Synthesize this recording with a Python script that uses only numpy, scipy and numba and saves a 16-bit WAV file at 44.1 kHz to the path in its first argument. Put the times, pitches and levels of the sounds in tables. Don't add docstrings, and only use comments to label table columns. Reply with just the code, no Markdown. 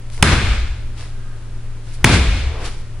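import sys
import numpy as np
from scipy import signal
from scipy.fft import rfft, irfft
from scipy.io import wavfile
from numba import njit

SR = 44100
rng = np.random.default_rng(int(sys.argv[2]) if len(sys.argv) > 2 else 0)


def master(y):
    cut = np.clip(np.atleast_2d(y).T, -1, 1)
    pcm = np.round(cut * 32767)
    wavfile.write(sys.argv[1], SR, pcm.astype(np.int16))


N = 132300
TIME = np.arange(N) / SR
FREQS = np.maximum(np.arange(N // 2 + 1) * SR / N, 1)

# frequency in Hz, their difference against their sum in dB.
STEREO_WIDTH = [(60, -22.5), (190, -23), (340, -13.5), (590, -12.5), (1060, -10.5), (1900, -7), (3300, -4),
                (5900, 1), (10500, -2.5)]
# pitch in Hz, level in dB.
MOTOR_TONES = [(56.8, -43), (113.9, -35), (227.5, -56.5), (392, -58), (600, -63.5)]
# frequency in Hz, level in dB per octave.
RUMBLE_COLOUR = [(20, -19), (35, -58.5), (60, -39), (100, -43.5), (170, -49.5), (350, -52), (700, -56),
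                 (1500, -53.5), (3000, -56), (6000, -60), (10500, -59)]
# pitch in Hz, width in Hz, level in dB.
HANGER_TONES = [(1250, 62, -49), (1410, 64, -51), (1590, 96, -44)]
# start in seconds, level in dB, pitch in Hz.
CLOTH_TICKS = [(0.101, -40, 4000), (0.1779, -31, 1610)]
# peak time, rise and fall in seconds, level in dB,
# extra brightness in dB per octave.
SCUFF_EVENTS = [(.145, 0.019, 0.11, -48.5, 3), (1.006, 0.023, 0.073, -44.5, -1),
                (1.9, 0.034, 0.23, -53.5, 0), (1.947, .01, 0.014, -50, 6), (2.659, 0.01, 0.019, -35, 0),
                (2.67, 0.045, 0.09, -42, -1.5)]
# frequency in Hz, level in dB per octave.
SCUFF_COLOUR = [(150, -14), (450, -5), (800, -5.5), (1500, -1), (2600, 0), (4800, 1), (7000, -3.5),
                (10500, -2)]
# peak time, rise and fall in seconds, level in dB.
SWISH_EVENTS = [(0.207, 0.015, 0.05, -43), (2.04, 0.028, 0.011, -48), (2.63, 0.12, .045, -39.5)]
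# frequency in Hz, level in dB per octave.
SWISH_COLOUR = [(100, -23.5), (250, -6), (450, 3), (800, 1.5), (1400, -0.5), (2500, -6), (5000, -17.5),
                (10000, -34)]
# frequency in Hz, level in dB per octave, seconds to build up,
# seconds to fade by 60 dB.
ROOM_BANDS = [(29, -11, 0.21, 1.39), (66.5, 3.5, 0.075, 1.024), (132, -2, 0.012, 0.55),
              (250, -7, 0.006, 0.61), (560, -13.5, 0.0068, 0.71), (1250, -11, 0.011, 0.73),
              (2510, -9, 0.025, 0.84), (4420, -14.5, 0.01, 0.85), (6130, -19, 0.0047, 0.84),
              (10800, -18, 0.0041, 0.59)]
# frequency in Hz, level in dB per octave.
WALL_COLOUR = [(60, -21), (160, -5.5), (350, -11.5), (700, -18), (2200, -12), (4500, -16.5), (10000, -21.5)]
# pitch in Hz, width in Hz, boost in dB.
BAT_AND_COVER_TONES = [(172.5, 11, 3), (1090, 100, 0), (1424, 88, 1), (1606, 240, 1.5), (2170, 120, 4),
                       (2430, 180, 3.5), (2690, 140, 0), (3510, 270, 4), (4150, 380, 3), (5000, 180, 2.5)]
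# frequency in Hz, level in dB per octave.
SLAP_COLOUR = [(100, -9), (300, -4), (600, -12.5), (1200, -11), (2300, -4.5), (4500, -17), (7000, -17.5),
               (10500, -9.5)]
# time in seconds; slap, thud, room and extra room bass in dB; how many times as
# long the bass rings; wall echo in dB; the struck spot's pitch in Hz and its boost in dB.
BAT_BLOWS = [(0.2259, 14.5, 6, 0, 2.5, 1, -6.5, 1420, 4), (2.0435, 14, 19, 1.5, 2, 0.94, -1.5, 290, 2.5)]


def undb(db):
    return 10 ** (np.asarray(db) / 20)


def curve(points):
    hz, value = np.array(points, float).T
    return np.interp(np.log(FREQS), np.log(hz), value)


def hump(hz, octaves):
    return np.exp(-.5 * (np.log2(FREQS / hz) / octaves) ** 2)


def resonance(hz, width):
    return 1 / (1 + (2 * (FREQS - hz) / width) ** 2)


def noise(db, width_db=0):
    mid, side = rfft(rng.standard_normal((2, N)))
    side = side * undb(curve(STEREO_WIDTH) + width_db)
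    pink = np.sqrt(SR / 2 / np.log(2) / FREQS) / np.sqrt(1 + (20 / FREQS) ** 6)
    return np.array([mid + side, mid - side]) * pink * undb(db)


def swell(at, rise, fall):
    t = TIME - at
    return np.exp(-.5 * (np.minimum(t, 0) / rise) ** 2 - np.maximum(t, 0) / fall)


def background():
    hum = sum(undb(db) * np.sin(2 * np.pi * (hz * TIME + rng.random())) for hz, db in MOTOR_TONES)
    return np.sqrt(2) * hum + irfft(noise(curve(RUMBLE_COLOUR)), N)


def hanger():
    tones = sum(undb(db) * resonance(hz, width) for hz, width, db in HANGER_TONES)
    return swell(at=1.31, rise=0.13, fall=0.19) * irfft(noise(0) * tones, N)


def cloth_ticks():
    out = 0
    for at, db, hz in CLOTH_TICKS:
        out += swell(at, rise=1 / SR, fall=0.0015) * irfft(noise(db) * hump(hz, octaves=1.1), N)
    return out


def scuffs():
    out, grains_per_s, grain_db = 0, 402, 1.5
    for at, rise, fall, db, tilt_db in SCUFF_EVENTS:
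        flicker = np.interp(TIME * grains_per_s, np.arange(N), rng.standard_normal(N))
        rub = irfft(noise(curve(SCUFF_COLOUR) + tilt_db * np.log2(FREQS / 4000)), N)
        out += undb(db + grain_db * flicker) * swell(at, rise, fall) * rub
    return out


def swishes():
    air = irfft(noise(curve(SWISH_COLOUR)), N)
    return air * sum(undb(db) * swell(at, rise, fall) for at, rise, fall, db in SWISH_EVENTS)


def wall_echo(at, colour_db):
    delay_s, spread_s = 0.11, 0.031
    loudness = swell(at + delay_s, spread_s, spread_s) * (TIME > at)
    return loudness * irfft(noise(curve(WALL_COLOUR) + colour_db), N)


def room_boom(at, bass_db, bass_stretch, colour_db):
    age = np.maximum(TIME - at, 0)
    spectrum = noise(curve([row[:2] for row in ROOM_BANDS]) + colour_db)
    out = 0
    for hz, _, build_s, fade_s in ROOM_BANDS:
        this_band_only = curve([(row[0], row[0] == hz) for row in ROOM_BANDS])
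        band = irfft(spectrum * this_band_only, N)
        if hz < 100:
            band, fade_s = band * undb(bass_db), fade_s * bass_stretch
        out += band * (1 - np.exp(-age / build_s)) * undb(-60 * age / fade_s)
    return out


def impact(at, slap_db, thud_db, colour_db):
    t = TIME - at
    age = np.maximum(t, 0)
    push_hz, push_s, push_db = 71, 0.017, -13.5
    push = -np.sin(2 * np.pi * push_hz * t) * np.exp(-np.abs(t) / push_s)
    attack_s, hold_s, decay_s = 0.00021, 0.0039, 0.0011
    contact = np.minimum(age / attack_s, 1) * np.exp(-np.maximum(age - hold_s, 0) / decay_s)
    slap = contact * irfft(noise(curve(SLAP_COLOUR) + colour_db, width_db=-7), N)
    thud_hz, rise_s, fall_s = 112.5, 0.0021, 0.0081
    thud = -np.sin(2 * np.pi * thud_hz * age) * (1 - np.exp(-age / rise_s)) * np.exp(-age / fall_s)
    return undb(push_db) * push + undb(slap_db) * slap + undb(thud_db) * thud


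def blows():
    out = 0
    shared_db = sum(db * resonance(hz, width) for hz, width, db in BAT_AND_COVER_TONES)
    for at, slap_db, thud_db, room_db, bass_db, bass_stretch, wall_db, spot_hz, spot_db in BAT_BLOWS:
        colour_db = shared_db + spot_db * hump(spot_hz, octaves=0.3)
        hit = impact(at, slap_db, thud_db, colour_db)
        boom = room_boom(at, bass_db, bass_stretch, colour_db)
        echo = undb(wall_db) * wall_echo(at, colour_db)
        out += hit + undb(room_db) * (boom + echo)
    return out


def scene():
    left_right_db = [[0.55], [-0.55]]
    mix = blows() + scuffs() + swishes() + hanger() + cloth_ticks() + background()
    return mix * undb(left_right_db)


@njit
def limiter_cut(over_db, attack_s, release_db_per_s):
    out, cut_db = np.empty(len(over_db)), 0.
    for i in range(len(over_db)):
        if over_db[i] > cut_db:
            cut_db += (over_db[i] - cut_db) / (attack_s * SR)
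        else:
            cut_db = max(cut_db - release_db_per_s / SR, 0.)
        out[i] = cut_db
    return out


def record(dry):
    mic_top_hz, limit_db, fizz_db, top_hz = 11050, -4.5, -15.5, 15800
    mic_range = 1 / np.sqrt(1 + (FREQS / mic_top_hz) ** 200)
    heard = irfft(rfft(dry) * mic_range, N)
    over_db = 20 * np.log10(np.abs(heard).max(axis=0) + 1e-9) - limit_db
    cut_db = limiter_cut(over_db, attack_s=0.0045, release_db_per_s=43.5)
    clipped = np.clip(heard * undb(-cut_db), -1, 1)
    softened = irfft(rfft(clipped) * undb(fizz_db * (1 - mic_range)), N)
    return signal.sosfilt(signal.ellip(8, .2, 70, top_hz, fs=SR, output="sos"), softened)


dry = scene()
out = record(dry)
master(out)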